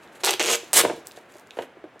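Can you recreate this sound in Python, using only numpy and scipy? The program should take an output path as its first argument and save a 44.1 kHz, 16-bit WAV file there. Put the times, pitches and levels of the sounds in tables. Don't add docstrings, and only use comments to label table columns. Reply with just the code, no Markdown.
import sys
import numpy as np
from scipy import signal
from scipy.fft import rfft, irfft, next_fast_len
from scipy.io import wavfile
from scipy.ndimage import map_coordinates

SR = 44100
rng = np.random.default_rng(int(sys.argv[2]) if len(sys.argv) > 2 else 0)


def transcribe(u):
    v = np.clip(np.atleast_2d(u).T, -1, 1)
    q = np.round(v * 32767).astype(np.int16)
    wavfile.write(sys.argv[1], SR, q)


N = 88200


def amp(db):
    return 10 ** (np.asarray(db) / 20)


def unit(x):
    return x / np.sqrt(np.mean(x ** 2) + 1e-20)


def along(points, hz):
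    point_hz, value = np.transpose(points)
    return np.interp(np.log(hz + 1), np.log(point_hz + 1), value)


def colour(x, points):
    m = 2 * next_fast_len(x.shape[-1])
    log_gain = np.log(amp(along(points, np.fft.rfftfreq(m, 1 / SR))))
    cepstrum = irfft(log_gain, m)
    cepstrum[1:m // 2] *= 2
    cepstrum[m // 2 + 1:] = 0
    response = np.exp(rfft(cepstrum))
    return irfft(rfft(x, m) * response, m)[..., :x.shape[-1]]


def highpass(x, order, hz):
    return signal.sosfilt(signal.butter(order, hz, 'high', fs=SR, output='sos'), x)


def fade(t_s, t60_s):
    return np.exp(-np.log(1000) * t_s / t60_s)


def decaying_sine(t_s, hz, t60_s):
    return fade(t_s, t60_s) * np.sin(2 * np.pi * hz * t_s)


def add(out, start_s, x):
    i = int(round(start_s * SR))
    n = min(x.shape[-1], out.shape[-1] - i)
    out[..., i:i + n] += x[..., :n]


# [hz, side_db]
SIDE_WIDTH = [(30, -12.5), (100, -10), (350, -23.5), (1000, -19.5), (4000, -14), (9000, -5), (14000, -3.5)]


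def diffuse(pair):
    side = colour(pair[1], SIDE_WIDTH)
    return np.array([pair[0] + side, pair[0] - side])


# [hz, level_db]
FLOOR_TONE = [(20, -42.5), (45, -39.5), (70, -19), (130, -12.5), (200, -11.5), (270, -9.5), (350, -6),
              (450, -7), (600, -8), (800, -9), (1050, -12.5), (1600, -12), (2200, -16), (3400, -25),
              (4500, -32.5), (16000, -50.5)]
FLOOR_MID_DB, FLOOR_SLOPE_DB_PER_S = -51, -2


def background():
    floor = amp(FLOOR_MID_DB) * unit(diffuse(colour(rng.standard_normal((2, N)), FLOOR_TONE)))
    from_middle_s = (np.arange(N) - N / 2) / SR
    return floor * amp(FLOOR_SLOPE_DB_PER_S * from_middle_s)


def contact(tone, t60_s, rough):
    t = np.arange(SR // 8) / SR
    push = rng.standard_normal(len(t)) * fade(t, t60_s)
    push *= rough / np.linalg.norm(push)
    push[0] += 1
    x = colour(push, tone)
    return x / np.abs(x).max()


# [time_s, level_db]
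RUB_LEVEL = [(0, -72), (.2, -57), (.65, -56), (1.0, -60), (1.09, -64), (1.14, -68), (1.17, -49),
             (1.2, -71.5), (1.3, -68.5), (1.34, -60), (1.41, -60), (1.45, -78), (1.52, -70.5),
             (1.56, -62.5), (1.63, -59.5), (1.71, -84), (2, -86)]
# [hz, level_db]
RUB_TONE = [(300, -10.5), (2000, 1.5), (4000, 0), (5400, -7.5), (6500, -0.5), (8000, -2.5), (12000, -7),
            (16000, -21)]
RUB_GRAIN = .65


def finger_rub(flutter_db=5.0, flutter_points_per_s=90):
    t = np.arange(N) / SR
    flutter = map_coordinates(rng.standard_normal(size=1000), [t * flutter_points_per_s], mode='wrap')
    grit = rng.standard_normal(N) * np.exp(RUB_GRAIN * rng.standard_normal(N))
    level_db = np.interp(t, *np.transpose(RUB_LEVEL))
    return unit(colour(grit, RUB_TONE)) * amp(level_db + flutter_db * flutter)


# [start_s, level_db, pitch_hz]
TICKS = [(.034, -43, 3820), (.076, -42, 3540), (1.071, -17.5, 7800), (1.1125, -32, 3750),
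         (1.1195, -31, 7070), (1.162, -42, 3320), (1.165, -39, 5950), (1.17, -37.5, 3850),
         (1.172, -34, 6800), (1.1885, -42, 7900), (1.3225, -40.5, 7100), (1.340, -41.5, 7000),
         (1.349, -42, 6960), (1.356, -44, 6700), (1.3695, -38, 7500), (1.3845, -40, 7000),
         (1.397, -34.5, 8520), (1.4725, -40.5, 6960), (1.508, -27.5, 3760), (1.622, -31, 3130),
         (1.623, -34.5, 7900), (1.636, -42, 5050), (1.995, -34.5, 7000)]
# [multiple_of_pitch, level_db]
TICK_SHAPE = [(.1, -42), (.55, -14.5), (.68, -1.5), (.82, -8), (1, 1), (1.2, -9), (2, -17.5), (4, -41.5)]


def ticks():
    out = np.zeros(N)
    for start_s, level_db, pitch_hz in TICKS:
        tone = [(pitch_hz * multiple, db) for multiple, db in TICK_SHAPE]
        add(out, start_s, amp(level_db) * contact(tone, t60_s=0.0016, rough=0.4))
    return out


# [mode_hz, level_db, t60_s]
CASE_MODES = [(358.6, 3.5, 0.11), (466.5, 3, 0.2), (584, 2, 0.095), (715, -8.5, 0.064), (905, -16, 0.1),
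              (974, -10, .08), (1618, 0.5, 0.023), (2580, -4.5, .08)]
MODE_FALL_DB_PER_OCT = 9


def case_ring(centre_hz, scatter_db=1.5, low_hz=300):
    t = np.arange(SR // 3) / SR
    ring = np.zeros(len(t))
    for mode_hz, level_db, t60_s in CASE_MODES:
        fall_db = MODE_FALL_DB_PER_OCT * abs(np.log2(mode_hz / centre_hz))
        mode_db = level_db + scatter_db * rng.standard_normal() - fall_db
        ring += amp(mode_db) * decaying_sine(t, mode_hz, t60_s)
    return highpass(ring, 4, low_hz)


SLIP_REF_DB, RATE_DOUBLING_DB = -22, 9.5
SLIP_JITTER, SLIP_SCATTER_DB = .12, 1.0
SLIP_RISE_S, SLIP_T60_S = .001, .011


def pull(curve, tone, tear_db, gain_db, case_db, case_hz, slips_per_s, treble_hz=5500, grain=.25):
    time_s, curve_db, treble_db = np.transpose(curve)
    t = np.arange(time_s[0], time_s[-1], 1 / SR)
    level_db = np.interp(t, time_s, curve_db)
    effort = amp(level_db + gain_db)

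    rate = slips_per_s * 2 ** ((level_db - SLIP_REF_DB) / RATE_DOUBLING_DB)
    chance = rng.standard_normal(size=(200, 2))
    gaps = np.exp(SLIP_JITTER * chance[:, 0])
    at = np.searchsorted(np.cumsum(rate) / SR, np.cumsum(gaps) - gaps[0])
    inside = at < len(t)
    sizes = amp(SLIP_SCATTER_DB * chance[inside, 1]) / np.sqrt(rate[at[inside]])
    slips = np.bincount(at[inside], sizes, len(t))

    slip_shape = fade(t - t[0], SLIP_T60_S) * (1 - np.exp((t[0] - t) / SLIP_RISE_S))
    power = signal.fftconvolve(slips ** 2, slip_shape ** 2)[:len(t)]
    envelope = unit(np.sqrt(np.abs(power)))
    breaks = unit(rng.standard_normal(N) * np.exp(grain * rng.standard_normal(N)))[:len(t)]
    burst = effort * (envelope + amp(tear_db)) * breaks
    crackle = colour(np.pad(burst, (0, SR // 8)), tone)
    crackle *= np.linalg.norm(effort) / np.linalg.norm(crackle)

    treble_filter = signal.butter(2, treble_hz, 'high', fs=SR, output='sos')
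    treble = signal.sosfiltfilt(treble_filter, crackle, padtype=None)
    crackle_s = time_s[0] + np.arange(len(crackle)) / SR
    treble_gain = amp(np.interp(crackle_s, time_s, treble_db - treble_db.mean()))
    crackle += treble * (treble_gain - 1)

    body = signal.fftconvolve(slips * effort, case_ring(case_hz))
    body *= amp(case_db) * np.linalg.norm(effort) / np.linalg.norm(body)
    out = np.zeros(N)
    add(out, time_s[0], crackle)
    add(out, time_s[0], body)
    return out


# [time_s, level_db, treble_db], treble taken relative to the pull's mean
FIRST_PULL = [(.235, -24, -21.5), (.240, -19.5, -13), (.249, -23.5, 1), (.253, -28.5, -2.5),
              (.258, -22, -6), (.267, -25, 0.5), (.271, -19.5, -16), (.295, -17.5, -15),
              (.302, -30.5, -7.5), (.309, -23, 1), (.321, -31.5, -18.5), (.335, -21, -18.5),
              (.342, -22, -8)]
SECOND_PULL = [(.3955, -18, -7), (.407, -19.5, -16), (.419, -22.5, -14), (.426, -33.5, 5.5),
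               (.436, -24, -8), (.450, -27, -7.5), (.468, -23, -4), (.493, -22, -11), (.502, -19, -5.5),
               (.521, -23, -1.5), (.532, -20.5, -2), (.551, -24, -8.5), (.559, -28.5, 8.5)]
LAST_PULL = [(0.739, -17, 2), (0.753, -19, -2.5), (0.771, -13.5, 3.5), (0.795, -12.5, -2),
             (0.816, -15.5, -16)]
# [hz, level_db]
FIRST_TONE = [(60, -37), (200, -28), (290, -21.5), (370, 3), (620, -4.5), (800, 2.5), (1100, -4.5),
              (1900, -6), (3300, -3), (5500, -7.5), (7800, -7.5), (13000, -18), (16000, -33)]
SECOND_TONE = [(60, -37), (200, -29.5), (290, -23), (370, -3.5), (620, -5), (900, -8), (2000, -9.5),
               (2700, -4), (4500, -12), (6900, -6), (10000, -17), (13500, -24), (16000, -37)]
LAST_TONE = [(59, -70.5), (100, -28.5), (461, -3.5), (991, -7), (1230, -5.5), (1330, -8.5), (2170, -5),
             (2630, -7.5), (2990, -6), (5770, -9), (8110, -5), (13200, -14.5), (16000, -25.5)]
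# [first_db, second_db, last_db]
TEAR_DB = (-4, -15, 2)


def strip_pulls():
    out = pull(FIRST_PULL, FIRST_TONE, TEAR_DB[0], gain_db=-0.5, case_db=-12.5, case_hz=780, slips_per_s=170)
    out += pull(SECOND_PULL, SECOND_TONE, TEAR_DB[1], gain_db=-0.5, case_db=-8, case_hz=420, slips_per_s=230)
    out += pull(LAST_PULL, LAST_TONE, TEAR_DB[2], gain_db=-2, case_db=-14.5, case_hz=600, slips_per_s=240)
    return out


# [start_s, level_db, hardness_db, pitch_hz]
KNOCKS = [(.632, -32, -16, 421), (.837, -15, -3, 455), (0.8502, -8, 2, 536), (.858, -25.5, -5, 573),
          (0.868, -31.5, -19, 557), (0.883, -21, -5, 487), (.898, -20, 8.5, 470), (0.904, -20.5, -16, 463),
          (.914, -23, -14, 620), (0.93, -31, -7.5, 373), (.975, -34, -13, 386), (1.175, -33, 4, 603),
          (1.355, -37.5, -10, 493), (1.571, -29, 6, 467), (1.5881, -18.5, 3.5, 600), (1.611, -27, -15, 517),
          (1.625, -29.5, 8.5, 506), (1.636, -40, 7, 610), (1.77, -38, -6, 364), (1.841, -28, -6.5, 413),
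          (1.959, -40, -4.5, 553)]
# [multiple_of_pitch, level_db]
THUMP_SHAPE = [(.1, -46.5), (.25, -25.5), (.5, -18), (.73, 1.5), (1.05, 2), (1.5, -4), (2.5, -23.5),
               (6, -42.5), (18, -68.5)]
# [hz, level_db]
CLACK_TONE = [(60, -44.5), (300, -23.5), (600, -5), (900, 6), (1150, -6.5), (1500, 1), (2800, -8),
              (4500, -22), (9000, -32.5), (16000, -44.5)]
# [mode_hz, level_db, t60_s]
TABLE_MODES = [(125, -44.5, 0.043), (263.5, -19, 0.18)]


def knocks(ring_db=-19, clack_db=-9):
    out = np.zeros(N)
    t = np.arange(SR // 3) / SR
    table = sum(amp(db) * decaying_sine(t, hz, t60_s) for hz, db, t60_s in TABLE_MODES)
    for start_s, level_db, hardness_db, pitch_hz in KNOCKS:
        thump_tone = [(pitch_hz * multiple, db) for multiple, db in THUMP_SHAPE]
        thump = contact(thump_tone, t60_s=0.039, rough=0.84)
        clack = contact(CLACK_TONE, t60_s=0.047, rough=1.97)
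        ring = amp(ring_db) * case_ring(pitch_hz) + table
        add(out, start_s, amp(level_db) * thump)
        add(out, start_s, amp(level_db + hardness_db + clack_db) * clack)
        add(out, start_s, amp(level_db) * ring)
    return out


# [start_s, level_db]
SNAPS = [(.7318, -6), (.7370, -5), (.8105, -15), (.8135, -17)]
# [hz, level_db]
SNAP_TONE = [(200, -38.5), (600, -12), (3000, -27.5), (6000, -23.5), (7500, -12), (8500, -7), (9300, -17.5),
             (10500, -19), (16000, -31.5)]
PING_HZ, PING_T60_S, PING_DB = 8700, .012, -3


def snaps():
    out = np.zeros(N)
    t = np.arange(SR // 8) / SR
    ping = amp(PING_DB) * decaying_sine(t, PING_HZ, PING_T60_S)
    for start_s, level_db in SNAPS:
        add(out, start_s, amp(level_db) * (contact(SNAP_TONE, t60_s=0.01, rough=15) + ping))
    return out


SCATTER_DB, SCATTER_T60_S = -18.5, 0.00824


def direct(x):
    t = np.arange(SR // 50) / SR
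    scatter = rng.standard_normal(len(t)) * fade(t, SCATTER_T60_S)
    side = amp(SCATTER_DB) * signal.fftconvolve(x, scatter / np.linalg.norm(scatter))[:N]
    return np.array([x + side, x - side])


# [hz, t60_s]
ROOM_T60 = [(100, .35), (400, 0.38), (2000, 0.38), (6000, 0.41), (10000, 0.25), (16000, 0.13)]
# [hz, level_db]
ROOM_TONE = [(100, 13.5), (400, -7), (1200, -3.5), (3000, -1.5), (8000, -7.5), (16000, 6)]
TAIL_DB, WALLS_DB, WALLS_T60_S = -9.5, -7.5, 0.088


def room(x, gap_s=0.0048):
    hz, t, bands = signal.stft(rng.standard_normal((2, SR * 3 // 4)), SR, nperseg=256)
    bands = bands * fade(t, along(ROOM_T60, hz)[:, None])
    tail = signal.istft(bands, SR, nperseg=256)[1]
    t = np.arange(tail.shape[1]) / SR
    walls = rng.standard_normal(tail.shape) ** 3 * fade(t, WALLS_T60_S)
    answer = amp(TAIL_DB) * tail / np.linalg.norm(tail[0])
    answer += amp(WALLS_DB) * walls / np.linalg.norm(walls[0])
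    out = np.zeros((2, N))
    add(out, gap_s, signal.fftconvolve(x[None], diffuse(colour(answer, ROOM_TONE)), axes=1))
    return out


BASS_HZ = 121
PAN_DB = -.3


def scene():
    sources = strip_pulls() + snaps() + knocks() + finger_rub() + ticks()
    case = highpass(sources, 3, BASS_HZ)
    floor = background()
    pan = amp(PAN_DB * np.array([[1], [-1]]))
    return (direct(case) + room(case)) * pan + floor


PEAK_LIMIT, TOP_HZ = .9, 15900


def record(dry):
    x = dry / (1 + np.abs(dry / PEAK_LIMIT) ** 6) ** (1 / 6)
    m = next_fast_len(N + SR // 2)
    in_band = np.fft.rfftfreq(m, 1 / SR) < TOP_HZ
    return irfft(rfft(x, m) * in_band, m)[..., :N]


dry = scene()
out = record(dry)
transcribe(out)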